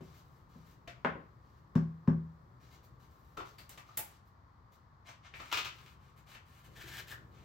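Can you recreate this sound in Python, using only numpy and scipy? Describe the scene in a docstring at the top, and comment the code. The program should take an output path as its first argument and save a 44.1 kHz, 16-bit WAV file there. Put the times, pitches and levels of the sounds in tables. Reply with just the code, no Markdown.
"""A small, quiet room: someone in pyjamas puts a saucer on a wooden desk and a full ceramic cup on it,
rummages on the window sill and picks up a box of rattling matches; close by, its drawer is pushed open.
Desk, saucer and cup are sums of damped modes; light knocks and matches are coloured clicks and scuffs;
cloth, fingers and drawer are trains of random slips; air and rumble are coloured noise.
Echoes are decaying noise."""
import sys
import numpy as np
from scipy import signal
from scipy.fft import rfft, irfft
from scipy.io import wavfile

SR = 44100
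rng = np.random.default_rng(int(sys.argv[2]) if len(sys.argv) > 2 else 0)


def store_pcm(level_fs):
    """Save levels as 16-bit WAV."""
    pcm = np.round(np.clip(level_fs, -1, 1) * 32767).astype(np.int16)
    wavfile.write(sys.argv[1], SR, np.atleast_2d(pcm).T)


N = 328104
T = np.arange(N) / SR
TAIL = T[:SR * 3 // 4]
CLICK = 1. * (TAIL == 0)


def undb(db):
    """Amplitude gain of a level in dB."""
    return 10 ** (np.asarray(db) / 20)


def unit(x):
    """Scale to rms 1."""
    return x / np.sqrt(np.mean(x ** 2))


def strength(x):
    """Scale a short sound to the energy of 10 ms at rms 1."""
    return x / np.sqrt(np.sum(x ** 2) / (SR / 100))


def along(points, hz):
    """Read (Hz, value) points on a log-frequency axis."""
    f, value = np.transpose(points)
    return np.interp(np.log(hz + 1), np.log(f), value)


def colour(x, points, size=8192):
    """Causal minimum-phase filter with the gain of (Hz, dB) points."""
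    log_gain = np.log(undb(along(points, np.fft.rfftfreq(size, 1 / SR))))
    cepstrum = irfft(log_gain)
    # fold the cepstrum onto positive time
    cepstrum[1:size // 2] *= 2
    cepstrum[size // 2 + 1:] = 0
    impulse = irfft(np.exp(rfft(cepstrum)))
    return signal.fftconvolve(x, impulse)[:len(x)]


def ring(modes):
    """Free ringing of (Hz, dB, t60 s) modes."""
    total = 0
    for hz, db, t60_s in modes:
        decay = np.exp(-np.log(1000) * TAIL / t60_s)
        total = total + undb(db) * np.sin(2 * np.pi * hz * TAIL) * decay
    return total


def press(x, soft_ms):
    """A soft contact spreads the blow in time and dulls it."""
    push = TAIL * np.exp(-TAIL * 1000 / max(soft_ms, .01))
    return signal.fftconvolve(x, push / push.sum())[:len(x)]


def add(track, s, x):
    """Mix x into the track at time s."""
    i = max(int(s * SR), 0)
    track[i:i + len(x)] += x[:N - i]


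def grains(size, rate_hz, spread_db):
    """Tiny slips of random sign and size, at a mean rate."""
    slips = rng.random(size) < rate_hz / SR
    sign = rng.choice([-1, 1], size)
    excess_db = spread_db * np.minimum(rng.exponential(size=size), 4)
    return slips * sign * undb(excess_db)


def scuff(decay_ms, rate_hz=12000, spread_db=2.0):
    """A contact: a cluster of tiny slips that builds quickly and dies away."""
    age = TAIL[:SR // 10] * 1000 / max(decay_ms, .2)
    return grains(len(age), rate_hz, spread_db) * np.exp(-age) * (1 - np.exp(-age * 3))


def bounces(s, db, gap_s, fall_db, count):
    """Times and levels of a contact and its weaker repeats."""
    return [(s + k * gap_s, db + k * fall_db) for k in range(count)]


def wander(age, rate_hz):
    """Random values at a fixed rate, joined by straight lines."""
    return np.interp(age * rate_hz, np.arange(64), rng.standard_normal(64))


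def stroke(age, length_s, attack_s, release_s, swell_db_per_s=0):
    """Gain of one movement: it sets in, holds or swells for its length, then dies away."""
    attack = np.sin(np.pi / 2 * np.clip(age / attack_s, 0, 1)) ** 2
    swell = undb(swell_db_per_s * np.minimum(age - length_s, 0))
    return attack * swell * np.exp(-np.maximum(age - length_s, 0) / release_s)


def rubbing(strokes, points, attack_s, release_s, rate_hz, spread_db, uneven_db, swell_db_per_s=0):
    """Fibres catch and let go under uneven pressure during each stroke, coloured by the rubbed thing."""
    track, age = np.zeros(N), TAIL[:SR // 2]
    for s, length_s, db, treble_db in strokes:
        pressure = undb(uneven_db * wander(age, rate_hz=70))
        slips = grains(len(age), rate_hz, spread_db) * pressure
        fibres = colour(unit(colour(slips, points)), [(6000, 0.021), (12000, treble_db)])
        gain = stroke(age, length_s, attack_s, release_s, swell_db_per_s)
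        add(track, s, undb(db) * fibres * gain)
    return track


# Decay of the echoes. Each row: frequency in Hz, t60 in s.
ECHO_T60 = [(100, 0.097), (300, 0.45), (800, 0.35), (2000, 0.4), (5000, 0.37), (13000, 0.24)]


def room(x, wet_db, build_s=0.00089, to_walls=None, early=0.94, early_s=0.042):
    """Direct sound and dense echoes of close walls, as mid and side; to_walls is what radiates off axis."""
    hz = np.fft.rfftfreq(len(TAIL), 1 / SR)
    noise, tail = rfft(rng.standard_normal((2, len(TAIL)))), 0
    for f, t60_s in ECHO_T60:
        share = along([(g, g == f) for g, _ in ECHO_T60], hz)
        tail = tail + irfft(noise * share, len(TAIL)) * np.exp(-np.log(1000) * TAIL / t60_s)
    # the desk top and the corner behind it send back a strong first wave
    tail = tail * (1 - np.exp(-TAIL / build_s)) * (1 + early * np.exp(-TAIL / early_s))
    tail *= undb(wet_db) / np.sqrt(np.sum(tail[0] ** 2))
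    source = x if to_walls is None else to_walls
    mid, side = signal.fftconvolve([source], tail, axes=1)[:, :N]
    return np.array([x + mid, side]) / np.hypot(1, undb(wet_db))


# Blows on the desk and steps that jolt it. Each row: start in seconds, relative level of the desk thud
# in dB, relative level of the saucer clack in dB, contact softness in ms, thud lag in ms.
DESK_BLOWS = [(0.008, -44, -49.5, 0.77, 6.8), (0.555, -48, -61, 0.45, 1.8),
              (1.0482, -34.5, -26.5, 0.034, 1.4), (1.0528, -33.5, -35.5, 0.2, 0.85),
              (1.155, -50, -41.5, 0.64, 2.06), (1.7536, -17.5, -42, 0.095, 3.16),
              (2.0773, -16.5, -40, 0.18, 1.62)]
# Desk top modes. Each row: frequency in Hz, relative level in dB, t60 in s.
DESK_MODES = [(83.8, -23.5, 0.7), (123, -18.5, 0.36), (162.5, -3.5, 0.45), (186, 4, 0.083),
              (225.8, 1.5, 0.081), (249, -8, 0.089), (366.8, -15, 0.27), (384, -18.5, 0.2),
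              (550, -22.5, 0.16)]
# Desk radiation: little deep bass, an anti-resonance. Each row: frequency in Hz, gain in dB.
DESK_RADIATION = [(30, -26), (65, -1), (258, 3), (285, -21), (330, -5), (355, -2)]
# Saucer modes, damped by the wood. Each row: frequency in Hz, relative level in dB, t60 in s.
SAUCER_MODES = [(369, 4.5, 0.043), (559, 6, 0.08), (676, -19, 0.032), (806, -6, 0.071), (1090, 13.5, 0.06),
                (1440, -1, 0.017), (1500, 0, 0.024), (2100, 6, .025), (2700, -15.5, .02)]
# Spectrum of the saucer clack. Each row: frequency in Hz, gain in dB.
CLACK_SPECTRUM = [(120, -23.5), (400, -3), (900, -4), (1600, -4), (2400, -14.5), (3300, -20.5),
                  (4200, -29.5), (7000, -34.5), (15000, -37)]


def crockery(swell_s=0.0021, saucer_ring_db=-5):
    """The saucer clacks at first touch; the weight follows and the desk top booms."""
    thuds, clacks = np.zeros((2, N))
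    desk_swell = 1 - np.exp(-(TAIL / swell_s) ** 2)
    desk = strength(colour(ring(DESK_MODES) * desk_swell, DESK_RADIATION))
    clack = strength(colour(CLICK, CLACK_SPECTRUM))
    saucer = clack + undb(saucer_ring_db) * strength(ring(SAUCER_MODES))
    for s, thud_db, clack_db, soft_ms, lag_ms in DESK_BLOWS:
        add(thuds, s + lag_ms / 1000, undb(thud_db) * desk)
        add(clacks, s, undb(clack_db) * strength(press(saucer, soft_ms)))
    return undb(1.5) * room(thuds, wet_db=-8.5) + room(clacks, wet_db=2.0, build_s=0.0014)


# Tick of small hard contacts, cup and knocks alike. Each row: frequency in Hz, gain in dB.
TICK_SPECTRUM = [(100, 10.5), (400, -9.5), (1200, -1), (2400, 0), (4500, -12), (7000, -14.5),
                 (15000, -22.5)]
# Foot of the cup meeting the saucer. Each row: start in seconds, relative ring level in dB,
# relative tick level in dB, treble gain in dB.
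CUP_CONTACTS = [(1.7535, -43, -46, 1), (2.075, -42, -49.5, -4.5)]
# Cup modes, damped by hand and drink. Each row: frequency in Hz, relative level in dB, t60 in s.
CUP_MODES = [(1116, 0, 0.019), (1630, -5.5, .014), (5480, -18, .006)]


def cup(scuff_ms=1.3):
    """The foot of the cup grates briefly on the saucer and clinks, each touch with its own treble."""
    direct, to_walls = np.zeros((2, N))
    tick = strength(colour(CLICK, TICK_SPECTRUM))
    body = strength(ring(CUP_MODES))
    for s, ring_db, tick_db, treble_db in CUP_CONTACTS:
        clink = undb(tick_db) * tick + undb(ring_db) * body
        clink = colour(clink, [(1600, 1), (2600, -5), (5000, treble_db)])
        grate = scuff(scuff_ms)
        add(direct, s, signal.fftconvolve(clink, grate / np.linalg.norm(grate)))
        add(to_walls, s + scuff_ms / 2000, clink)  # half the scuff time later
    return np.array([direct, to_walls])


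def struck(force, hz, ring_db, treble_db, ring_cycles=20):
    """A light object answers with a broad tick, brighter if it is hard, and one short resonance."""
    force = force[:SR // 10]
    tick = strength(colour(force, TICK_SPECTRUM))
    tick = colour(tick, [(4500, 0.02), (11000, treble_db)])
    body = signal.fftconvolve(force, ring([(hz, 0, ring_cycles / hz)]))[:len(force)]
    return tick + undb(ring_db) * strength(body)


# Small things knocking together. Each row: start in seconds, relative level in dB, ring frequency in Hz,
# relative ring level in dB, treble gain in dB, scuff decay in ms.
SMALL_KNOCKS = [(0.006, -61.5, 398, 10.5, 3, 4.6), (0.875, -42.5, 687, -7, -4.5, 2.36),
                (3.37, -43, 1360, 3, 1.5, 4.8), (3.378, -53, 416, 9.5, -3, 1.87),
                (3.398, -46, 1097, 4.5, -18, 5.4), (3.583, -53, 4680, -3.5, 15.5, 1.32),
                (3.693, -57, 9450, 7, 26.5, 1.17), (3.775, -46.5, 1190, -8.5, 5, 4),
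                (3.885, -64, 1226, 9, -14, 6.5), (3.971, -41.5, 11800, 7, 32.5, 4.5),
                (3.985, -46.5, 872, 3, 13.5, 4.7), (5.085, -56.5, 1060, 3.5, -14, 5.6),
                (5.339, -50.5, 2320, 4, -16, 0.5), (5.395, -42.5, 1280, -4.5, -10, 8.4),
                (6.349, -49.5, 2730, -13, -10, 1.36), (6.836, -53, 353, -1, -9, 2.3),
                (7.122, -56, 1710, 11, -8, 2.38)]


def knocks(settle_s=0.019, settle_db=-11.5):
    """Light things touch and settle; over all directions the slips of a scuff merge into one click."""
    direct, to_walls = np.zeros((2, N))
    for first_s, first_db, hz, ring_db, treble_db, ms in SMALL_KNOCKS:
        near = struck(scuff(ms), hz, ring_db, treble_db)
        far = struck(CLICK, hz, ring_db, treble_db)
        for s, db in bounces(first_s, first_db, settle_s, settle_db, count=2):
            add(direct, s, undb(db) * near)
            add(to_walls, s + ms / 2000, undb(db) * far)
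    return np.array([direct, to_walls])


def touches():
    """The clinks and light knocks are far off and heard mostly by way of the walls."""
    direct, to_walls = cup() + knocks()
    return undb(-2.0) * room(direct, wet_db=5.5, build_s=0.002, to_walls=to_walls)


# Matches sliding against the end of their box. Each row: start in seconds, relative level in dB,
# spread in ms.
MATCH_BUNCHES = [(5.514, -40, 7.3), (5.526, -30.5, 1.94), (5.570, -32.5, 5.3), (5.645, -39.5, 10),
                 (5.783, -58, 6), (5.861, -58.5, 3)]
# Spectrum of the struck box. Each row: frequency in Hz, gain in dB.
BOX_SPECTRUM = [(150, -31), (350, -12), (500, -15), (700, -11), (1000, -6), (1330, -1.5), (1900, -10.5),
                (2550, -1.5), (3600, -7), (5000, -12), (8000, -19.5), (12000, -26.5), (15500, -21.5)]


def matches(straggle_s=0.017, straggle_db=-7):
    """Loose sticks hit cardboard in bunches, with weaker stragglers; the walls get each as one burst."""
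    direct, to_walls = np.zeros((2, N))
    burst = strength(colour(CLICK, BOX_SPECTRUM))
    for first_s, first_db, ms in MATCH_BUNCHES:
        for s, db in bounces(first_s, first_db, straggle_s, straggle_db, count=3):
            sticks = scuff(ms, rate_hz=5200, spread_db=0)
            add(direct, s, undb(db) * strength(colour(sticks, BOX_SPECTRUM)))
            add(to_walls, s + ms / 2000, undb(db) * burst)
    return undb(1.0) * room(direct, wet_db=1.0, build_s=0.0036, to_walls=to_walls)


# Three pushes of the drawer through its sleeve. Each row: start in seconds, length in seconds,
# relative level in dB, treble gain in dB.
DRAWER_PUSHES = [(6.745, 0.076, -47, 0.5), (6.84, 0.15, -41.5, 1), (7.06, 0.056, -45.5, 4)]
# Spectrum of the drawer. Each row: frequency in Hz, gain in dB.
DRAWER_SPECTRUM = [(200, -26), (360, -12), (600, -10), (1150, -7.5), (1700, 3.5), (2100, -4), (3400, -4),
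                   (5500, -11.5), (9000, -13), (15500, -17)]


def drawer():
    """Cardboard rubs in its sleeve close by; the thumb presses harder through each push."""
    slide = rubbing(DRAWER_PUSHES, DRAWER_SPECTRUM, attack_s=0.029, release_s=0.017,
                    rate_hz=3600, spread_db=0.5, uneven_db=3.0, swell_db_per_s=85)
    return room(undb(-1.5) * slide, wet_db=-6.0)


# Fingers rubbing the matchbox. Each row: start in seconds, length in seconds, relative level in dB,
# treble gain in dB.
FINGER_STROKES = [(5.042, 0.053, -50.5, -1.5), (5.218, 0.041, -52.5, -11), (5.325, 0.18, -55.5, 3),
                  (5.72, 0.2, -65.5, 9.5), (5.98, 0.12, -69.5, 5), (6.15, 0.024, -58.5, 11),
                  (6.25, 0.095, -56, 5.5), (6.44, 0.17, -65.5, 9.5), (6.62, 0.03, -57, 10.5),
                  (6.69, 0.071, -66, 8), (7.3, 0.18, -65.5, 1)]
# Spectrum of the rubbed matchbox. Each row: frequency in Hz, gain in dB.
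FINGER_SPECTRUM = [(300, -20), (650, 1.5), (1000, 6), (2400, 6), (4000, -0.5), (8000, -6.5), (15000, -15.5)]


def fingers():
    """Skin catches and slips on the matchbox under nearly even pressure."""
    return undb(-3.5) * rubbing(FINGER_STROKES, FINGER_SPECTRUM, attack_s=0.042, release_s=0.02,
                                rate_hz=2000, spread_db=2.5, uneven_db=0.16)


# Sleeves and trousers brushing. Each row: start in seconds, length in seconds, relative level in dB,
# treble gain in dB.
CLOTH_STROKES = [(0.0, 0.14, -67, 5), (0.13, 0.063, -63.5, 8.5), (0.23, 0.18, -77, 10),
                 (0.48, 0.19, -71, 5), (0.65, .07, -68, 10), (1.41, 0.17, -77, 3), (2.59, 0.1, -68, 3),
                 (2.695, 0.053, -62.5, 6), (2.82, 0.03, -66.5, 12), (2.98, 0.071, -68, 7),
                 (3.08, 0.59, -76.5, 11.5), (3.44, 0.049, -60, 3), (3.575, 0.019, -53.5, 5),
                 (3.68, 0.05, -58, -6), (3.85, 0.3, -66.5, 2), (4.24, 0.042, -78.5, 13.5),
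                 (4.71, 0.032, -66.5, 9.5)]
# Spectrum of the cloth. Each row: frequency in Hz, gain in dB.
CLOTH_SPECTRUM = [(300, 1.5), (1200, -0.5), (3000, -3.5), (5500, -5), (9000, -14), (15000, -16.5)]


def cloth():
    """Fibres of sleeves and trousers catch and let go as they brush."""
    return undb(-2.5) * rubbing(CLOTH_STROKES, CLOTH_SPECTRUM, attack_s=0.023, release_s=0.02,
                                rate_hz=4100, spread_db=3.5, uneven_db=1.4)


def handling():
    """Cloth and fingers across the room; the matchbox drawer close by."""
    return room(cloth() + fingers(), wet_db=1.5) + drawer()


def mid_side_noise(points):
    """Independent coloured noise of rms 1 for mid and side."""
    return np.array([unit(colour(rng.standard_normal(N), points)) for _ in range(2)])


# Stretches of low rumble. Each row: start in seconds, length in seconds, relative level in dB.
RUMBLE_STRETCHES = [(0.0, 3.06, -58), (5.3, 0.48, -58), (6.63, 1.1, -53.5)]
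# Spectrum of the rumble. Each row: frequency in Hz, gain in dB.
RUMBLE_SPECTRUM = [(25, -16.5), (45, -10.5), (68, 1.5), (95, -10.5), (125, 2.5), (165, -8.5), (230, -16.5),
                   (360, -16), (600, -23.5), (1500, -49.5)]


def rumble():
    """Low coloured noise that sets in quickly and fades slowly."""
    gain = 0
    for s, length_s, db in RUMBLE_STRETCHES:
        gain = gain + undb(db) * stroke(T - s, length_s, attack_s=0.069, release_s=0.97)
    return gain * undb(-4.5) * mid_side_noise(RUMBLE_SPECTRUM)


# Spectrum of the room air. Each row: frequency in Hz, gain in dB.
AIR_SPECTRUM = [(25, -20), (45, -14.5), (66, -6), (125, -7.5), (200, -18.5), (350, -27), (650, -29.5),
                (1120, -21), (1550, -33), (1820, -32.5), (2700, -48), (4400, -45), (7500, -57),
                (15500, -60)]


def air(level_db=-61.5):
    """Steady coloured noise of the room air."""
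    return undb(level_db) * mid_side_noise(AIR_SPECTRUM)


# How unlike the two ports hear the room. Each row: frequency in Hz, side gain in dB.
SIDE_GAIN = [(60, -25), (200, -8), (400, -6.5), (700, -2), (1300, 3.5), (2200, -2.5), (4500, -1),
             (7500, -1), (9500, -31)]
# Left minus right. Each row: frequency in Hz, difference in dB.
LEFT_MINUS_RIGHT = [(50, 1.7), (200, 3.3), (600, 3.8), (1200, 2.5), (2500, 4.8), (5000, 3.8), (8000, 0)]


def scene():
    """All sources at two close ports: alike in the bass, the left a little louder."""
    mid, side = crockery() + touches() + matches() + handling() + rumble() + air()
    side = colour(side, SIDE_GAIN)
    ports = []
    for sign in (1, -1):
        balance = [(hz, sign * db / 2) for hz, db in LEFT_MINUS_RIGHT]
        ports.append(colour(mid + sign * side, balance))
    return np.array(ports)


# Bass response of the microphone. 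Each row: frequency in Hz, gain in dB.
MIC_BASS = [(20, -15.5), (45, -1.5), (80, -0.5)]
# Band of the phase turn: lower edge in Hz, upper edge in Hz.
TURN_BAND_HZ = [6700, 13500]


def record(dry, top_hz=15850):
    """Through the treble the left port slips a full cycle behind; deep bass and the top are cut."""
    left, right = (colour(x, MIC_BASS) for x in dry)
    turn_rad = np.interp(np.fft.rfftfreq(N, 1 / SR), TURN_BAND_HZ, [0, 2 * np.pi])
    left = irfft(rfft(left) * np.exp(-1j * turn_rad), N)
    low_pass = signal.ellip(10, .2, 70, top_hz, fs=SR, output="sos")
    return signal.sosfilt(low_pass, [left, right])


dry = scene()
out = record(dry)
store_pcm(out)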